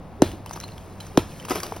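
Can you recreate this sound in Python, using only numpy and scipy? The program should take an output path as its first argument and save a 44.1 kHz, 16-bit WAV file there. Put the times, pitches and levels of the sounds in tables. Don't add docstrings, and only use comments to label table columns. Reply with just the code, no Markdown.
import sys
import numpy as np
from scipy import signal
from scipy.fft import rfft, irfft
from scipy.io import wavfile

SR = 44100
rng = np.random.default_rng(int(sys.argv[2]) if len(sys.argv) > 2 else 0)


def store_pcm(level_fs):
    pcm = np.round(np.clip(level_fs, -1, 1) * 32767).astype(np.int16)
    wavfile.write(sys.argv[1], SR, np.atleast_2d(pcm).T)


N = 79380


def gain(db):
    return 10 ** (np.asarray(db) / 20)


def since(start):
    return np.maximum(np.arange(N) / SR - start, 0)


def swell(start, rise, decay):
    t = since(start)
    return np.minimum(t / rise, 1) * np.exp(-np.maximum(t - rise, 0) / decay)


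def ring(start, hz, ring_s):
    t = since(start)
    return np.sin(2 * np.pi * hz * t) * np.exp(-np.log(1000) * t / ring_s)


def cut_lows(x, hz):
    return signal.sosfilt(signal.butter(2, hz, "high", fs=SR, output="sos"), x)


def colour(x, curve):
    hz, db = np.array(curve, float).T
    f = np.maximum(np.fft.rfftfreq(N, 1 / SR), 1)
    shaped = irfft(rfft(x) * gain(np.interp(np.log(f), np.log(hz), db)), N)
    return shaped / shaped.std()


# (frequency [Hz], level [dB])
RUMBLE_COLOUR = [(20, -6), (35, -7), (60, 0), (120, -6), (175, 0.5), (250, -8.5), (500, -11), (900, -14),
                 (1500, -25), (3000, -34), (5500, -40.5), (9000, -44.5), (16000, -46)]
def outdoors():
    middle, side = (colour(rng.standard_normal(N), RUMBLE_COLOUR) for _ in range(2))
    rumble = middle + gain(-13.5) * side * np.array([[1], [-1]])
    waver = colour(rng.standard_normal(N), [(3, 0), (30, -50), (300, -120)])
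    hum_hz = 96.5 * (1 + 0.036 * waver)
    hum = (1 + 0.29 * waver) * np.sin(2 * np.pi * np.cumsum(hum_hz) / SR)
    return gain(-41) * rumble + gain(-44) * hum


def fractures(curve, per_s, spread_db):
    breaks = rng.random(N) < per_s / SR
    size = gain(spread_db * np.minimum(rng.exponential(size=N), 4))
    return colour(breaks * size * rng.choice([-1, 1], N), curve)


def splinters(count, low_hz=2111, high_hz=14980, decay_cycles=13.3, spread_db=2.5):
    t = np.arange(2048) / SR
    out = np.zeros(N + len(t))
    for when, pitch, softness in rng.random((count, 3)):
        hz = low_hz * (high_hz / low_hz) ** pitch
        ping = np.sin(2 * np.pi * hz * t) * np.exp(-t * hz / decay_cycles)
        first = int(when * N)
        out[first:first + len(t)] += gain(-spread_db * np.log(softness + 0.0066)) * ping
    return out[:N] / out.std()


def thump(start, first_hz, last_hz, glide_s):
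    rise_s, hold_s, fade_s, echo_s = 0.0012, 0.0074, 0.00069, 0.0064
    thud_hz, thud_delay_s, thud_width_s = 118, 0.0097, 0.011
    t = since(start)
    hz = last_hz + (first_hz - last_hz) * np.exp(-(t / glide_s) ** 2)
    level = np.minimum(t / rise_s, 1) * np.exp(-np.maximum(t - hold_s, 0) / fade_s)
    direct = level * np.sin(2 * np.pi * np.cumsum(hz * (t > 0)) / SR)
    echo = np.interp(since(echo_s), since(0), direct)
    thud = np.sin(2 * np.pi * thud_hz * t) * np.exp(-((t - thud_delay_s) / thud_width_s) ** 2)
    return direct + gain(-16.5) * echo + gain(-19.5) * thud


# (pitch [Hz], level [dB], ring time [s])
COLUMN_TONES = [(57, -28, 0.18), (91.8, -23, 0.29), (200, -13, 0.013), (350, -9, 0.073), (446, -41.5, 0.16),
                (604, -17.5, 0.054), (1310, -34, 0.066), (1800, -49, .1), (2990, -51, 0.033),
                (4136, -19, 0.025)]
def column(start):
    tones = sum(gain(db) * ring(start, hz, ring_s) for hz, db, ring_s in COLUMN_TONES)
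    return tones * np.minimum(since(start) / 0.0026, 1)


# (frequency [Hz], level [dB])
CRACK_COLOUR = [(150, -17), (700, -5), (1400, 10.5), (2300, 0), (4100, 1), (6000, 3), (8000, -5),
                (10000, -7.5), (13000, -8.5), (16000, -25)]
SPRAY_COLOUR = [(100, -6), (350, 18.5), (600, 8), (1000, 6), (2000, 1), (4000, 2.5), (6000, -20),
                (9000, -6.5), (16000, -13)]
SHUDDER_COLOUR = [(20, -21), (55, 4), (110, -3.5), (190, -8.5), (300, -5), (800, -41)]
# (time [s], thump level [dB], first pitch [Hz], last pitch [Hz], glide time [s],
# crack level [dB], crushing time [s], snap level [dB], thump delay [s], spray level [dB],
# spray decay [s], shudder decay [s])
HAMMER_BLOWS = [(0.22, 0, 901, 268, 0.002093, -10, 0.0025, -20, 0.00012, -31, 0.051, 0.072),
                (1.1739, -2.5, 1020, 245.5, 0.002, -13, 0.0027, -32, 0.000757, -25, 0.021, 0.039)]
def hammer():
    crack = fractures(CRACK_COLOUR, per_s=26000, spread_db=2.5)
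    spray = fractures(SPRAY_COLOUR, per_s=6500, spread_db=4.5) + gain(-10) * splinters(count=1500)
    shudder = colour(rng.standard_normal(N), SHUDDER_COLOUR)
    out = np.zeros(N)
    for (start, thump_db, first_hz, last_hz, glide_s, crack_db, crush_s,
         snap_db, delay_s, spray_db, spray_s, shudder_s) in HAMMER_BLOWS:
        thump_at = start + delay_s
        out += gain(crack_db) * crack * swell(start, 0.00019, crush_s)
        out += gain(snap_db) * ring(thump_at, hz=1684, ring_s=0.014)
        out += gain(thump_db) * (thump(thump_at, first_hz, last_hz, glide_s) + column(thump_at))
        out += gain(spray_db) * spray * swell(start, 0.0011, spray_s)
        out += gain(-28) * shudder * swell(start, 0.0027, shudder_s)
    return out


# (frequency [Hz], level [dB])
BRICK_COLOUR = [(60, -43), (250, -26), (600, -21), (1200, -11), (2500, -23), (5000, -53), (10000, -13)]
def brick_echo(x, decay_s=0.0032):
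    burst = rng.standard_normal(N) * np.exp(-since(0) / decay_s)
    burst /= np.linalg.norm(burst)
    tint = gain(np.interp(np.fft.rfftfreq(N, 1 / SR), *np.array(BRICK_COLOUR).T))
    return irfft(rfft(x) * rfft(burst) * tint, N) * np.array([[1], [-1]])


def yard_echo(x, ring_s=0.4):
    tails = rng.standard_normal((2, N)) * swell(0.0034, 0.0012, ring_s / np.log(1000))
    middle, side = tails / np.sqrt(np.sum(tails ** 2, axis=1, keepdims=True))
    tail = middle + gain(-21) * side * np.array([[1], [-1]])
    thin = cut_lows(x, hz=950)
    return gain(-14) * signal.fftconvolve(thin[None], tail, axes=1)[:, :N]


# (frequency [Hz], level [dB])
ICE_BIT_COLOUR = [(200, 6.5), (900, 8), (1700, 5), (3000, -4.5), (6000, 0.5), (8500, -1.5), (11500, -2.5),
                  (16000, -8)]
# (time [s], click level [dB], click decay [s], ring level [dB], pitch [Hz], ring time [s])
CHIP_HITS = [(0.316, -37.5, 0.0059, -36.5, 2910, 0.018), (0.4607, -31.5, 0.0034, -43, 2710, 0.047),
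             (0.472, -46, .004, -41.5, 3030, 0.058), (0.4947, -33, 0.00066, -35.5, 5030, 0.0072),
             (0.5094, -32.5, 0.0036, -52, 5740, .015), (0.527, -46, .002, -42, 6360, .025),
             (0.5322, -32, 0.0022, -32.5, 6060, 0.037), (0.5364, -34, 0.0026, -37, 6300, 0.028),
             (0.541, -45, .001, -35, 6200, .025), (0.558, -34, .003, -43, 3050, 0.018),
             (0.6012, -25.5, .0012, -27.5, 5720, 0.016), (0.601, -53, 0.0018, -44, 4070, 0.1),
             (0.611, -32, 0.0019, -42, 6140, .02), (0.625, -42, .001, -38.5, 4095, .035),
             (0.6356, -34, 0.00092, -29, 2850, 0.0052), (0.639, -33, .0015, -30.5, 4160, 0.047),
             (0.68, -35, 0.002, -55, 4070, .03), (0.6887, -50, .001, -36, 2760, 0.011),
             (0.7197, -50, 0.00075, -44, 4130, 0.051), (0.7804, -37.5, .002, -35.5, 3270, 0.012),
             (1.003, -30.5, 0.0012, -35.5, 3110, 0.027), (1.0056, -31, .003, -38, 4030, 0.052),
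             (1.0668, -36, .003, -46, 6040, 0.038), (1.399, -39, 0.0044, -36.5, 3070, 0.039),
             (1.426, -38, .002, -42, 2030, 0.015), (1.4416, -51, .002, -44, 3150, 0.045),
             (1.4506, -29, 0.005, -30, 2750, 0.011), (1.4968, -22, 0.0035, -37, 2370, 0.022),
             (1.555, -27, .004, -37, 2960, 0.018), (1.602, -22.5, 0.0021, -36, 5240, 0.01),
             (1.604, -50, .002, -39, 2280, .045), (1.6327, -20.5, 0.0021, -27, 4730, 0.031),
             (1.666, -27, .002, -54, 4000, 0.018), (1.724, -30, 0.0013, -46, 3200, 0.0095),
             (1.7376, -49, 0.0028, -37, 2330, .035)]
def chips():
    crackle = cut_lows(fractures(ICE_BIT_COLOUR, per_s=20000, spread_db=0), hz=1300)
    chatter = 1 + 0.3 * colour(rng.standard_normal(N), [(250, 0), (900, -30), (4000, -80)])
    out = np.zeros(N)
    for start, click_db, click_s, ring_db, hz, ring_s in CHIP_HITS:
        close_tone = gain(-21) * ring(start, hz * 1.04, ring_s / 2)
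        overtone = gain(-11.5) * ring(start, hz * 1.7, ring_s / 2)
        tone = ring(start, hz, ring_s) + close_tone + overtone
        click = gain(click_db) * crackle * swell(start, 0.0006, click_s)
        clink = signal.lfilter(*signal.iirpeak(hz, Q=1 / 0.47, fs=SR), click)
        out += gain(-3) * click + gain(-11.5) * clink + gain(ring_db) * tone * chatter
    return out


# (time [s], level [dB], pitch [Hz], time to peak [s])
LUMP_HITS = [(0.332, -32, 329, 0.0043), (0.4615, -32, 970, 0.00093), (0.51, -22.5, 900, 0.00063),
             (0.562, -26, 885, 0.0008), (0.575, -28, 1140, 0.00075), (0.6387, -31, 1010, 0.00076),
             (1.325, -35, 162.5, 0.0073), (1.4518, -29, 1130, 0.00065), (1.485, -26, 1030, 0.00059),
             (1.5505, -26, 630, 0.0009), (1.5575, -43, 990, 0.00072), (1.559, -18, 500, 0.00087),
             (1.58, -34, 704, 0.002), (1.631, -31, 1140, 0.0028), (1.722, -16, 840, 0.00055),
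             (1.7237, -29.5, 441, 0.0029), (1.769, -27.5, 970, 0.00048)]
def lumps(sag=0.033):
    out = np.zeros(N)
    for start, db, hz, peak_s in LUMP_HITS:
        age = since(start) / peak_s
        pitch = hz * (1 + sag * (2 * np.exp(-age / 2) - 1))
        level = gain(db) * age * np.exp(1 - age)
        out += level * np.sin(2 * np.pi * np.cumsum(pitch * (age > 0)) / SR)
    return out


# (time [s], level [dB], rise [s], decay [s])
CRUMB_SHOWERS = [(0.452, -46, 0.047, 0.44), (.80, -51, 1, 0.68), (1.005, -49, 0.013, 0.086),
                 (1.25, -48, 0.075, 0.2), (1.478, -34.5, 0.016, 0.1)]
def crumbs():
    patter = gain(-4) * fractures(ICE_BIT_COLOUR, per_s=2800, spread_db=2.5)
    tinkle = gain(-9) * splinters(count=2500)
    level = sum(gain(db) * swell(start, rise, decay) for start, db, rise, decay in CRUMB_SHOWERS)
    return level * (patter + tinkle)


# (frequency [Hz], level [dB])
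CRUNCH_COLOUR = [(100, -29), (330, 16.5), (700, 9), (1200, 6.5), (1700, -1.5), (2600, -2.5), (3600, -15.5),
                 (5500, 0), (8500, -17.5), (12000, -1.5), (16000, -23)]
# (time [s], level [dB], rise [s], decay [s])
LUMP_BREAKS = [(0.56, -36.5, 0.003, 0.01), (1.484, -41.5, .0012, 0.038), (1.505, -22.5, 0.0018, 0.018),
               (1.547, -27.5, 0.0086, 0.028), (1.628, -35.5, 0.0032, 0.05), (1.76, -35.5, 0.004, 0.01)]
def crumbling():
    crunch = fractures(CRUNCH_COLOUR, per_s=1800, spread_db=3) + gain(-9.5) * splinters(count=1800)
    return crunch * sum(gain(db) * swell(start, rise, decay) for start, db, rise, decay in LUMP_BREAKS)


# (pitch [Hz], level [dB], ring time [s])
SLAB_TONES = [(340, -11.5, 0.03), (475, -21.5, 0.051), (720, -17, 0.023), (1038, -22, 0.044),
              (1260, -18, 0.021), (2003, -32.5, 0.067)]
# (time [s], level [dB])
SLAB_KNOCKS = [(1.5071, 0.5), (1.515, 0.5)]
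def slab(contact_s=0.0011):
    out = np.zeros(N)
    for start, knock_db in SLAB_KNOCKS:
        tones = sum(gain(db) * ring(start, hz, ring_s) for hz, db, ring_s in SLAB_TONES)
        out += gain(knock_db) * np.minimum(since(start) / contact_s, 1) * tones
    return cut_lows(out, hz=218)


def scene():
    ice = hammer() + chips() + lumps() + crumbling() + crumbs() + slab()
    return ice + brick_echo(ice) + yard_echo(ice) + outdoors()


# (frequency [Hz], phase [radians])
LEFT_LEAD = [(0, 0), (400, .03), (950, .02), (1600, -.3), (2600, .15), (3500, .05), (4500, .6), (5200, .4),
             (7200, 3.1), (8700, 4.3), (10000, 6.2), (11500, 6.9), (13000, 9.3), (14700, 9.8),
             (15700, 12.3)]
# (frequency [Hz], level [dB])
LEFT_LOUDER = [(60, -1), (250, -0.1), (380, -0.5), (700, 2.7), (1290, 3), (2300, 0)]
def record(dry, dip_hz=405, dip_width_hz=12.9, dip_db=-6.5, ceiling=0.97, top_hz=16200):
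    f = np.fft.rfftfreq(N, 1 / SR)
    lead = np.interp(f, *np.array(LEFT_LEAD).T)
    louder_db = np.interp(f, *np.array(LEFT_LOUDER).T)
    timing = np.exp(1j * np.array([lead, -lead]) / 2)
    balance = gain(np.array([louder_db, -louder_db]) / 2)
    dip = gain(dip_db * np.exp(-((f - dip_hz) / dip_width_hz) ** 2))
    heard = irfft(rfft(dry) * dip * balance * timing, N)
    rounded = ceiling * np.tanh(heard / ceiling)
    return signal.sosfilt(signal.ellip(8, 0.2, 70, top_hz, fs=SR, output="sos"), rounded)


dry = scene()
out = record(dry)
store_pcm(out)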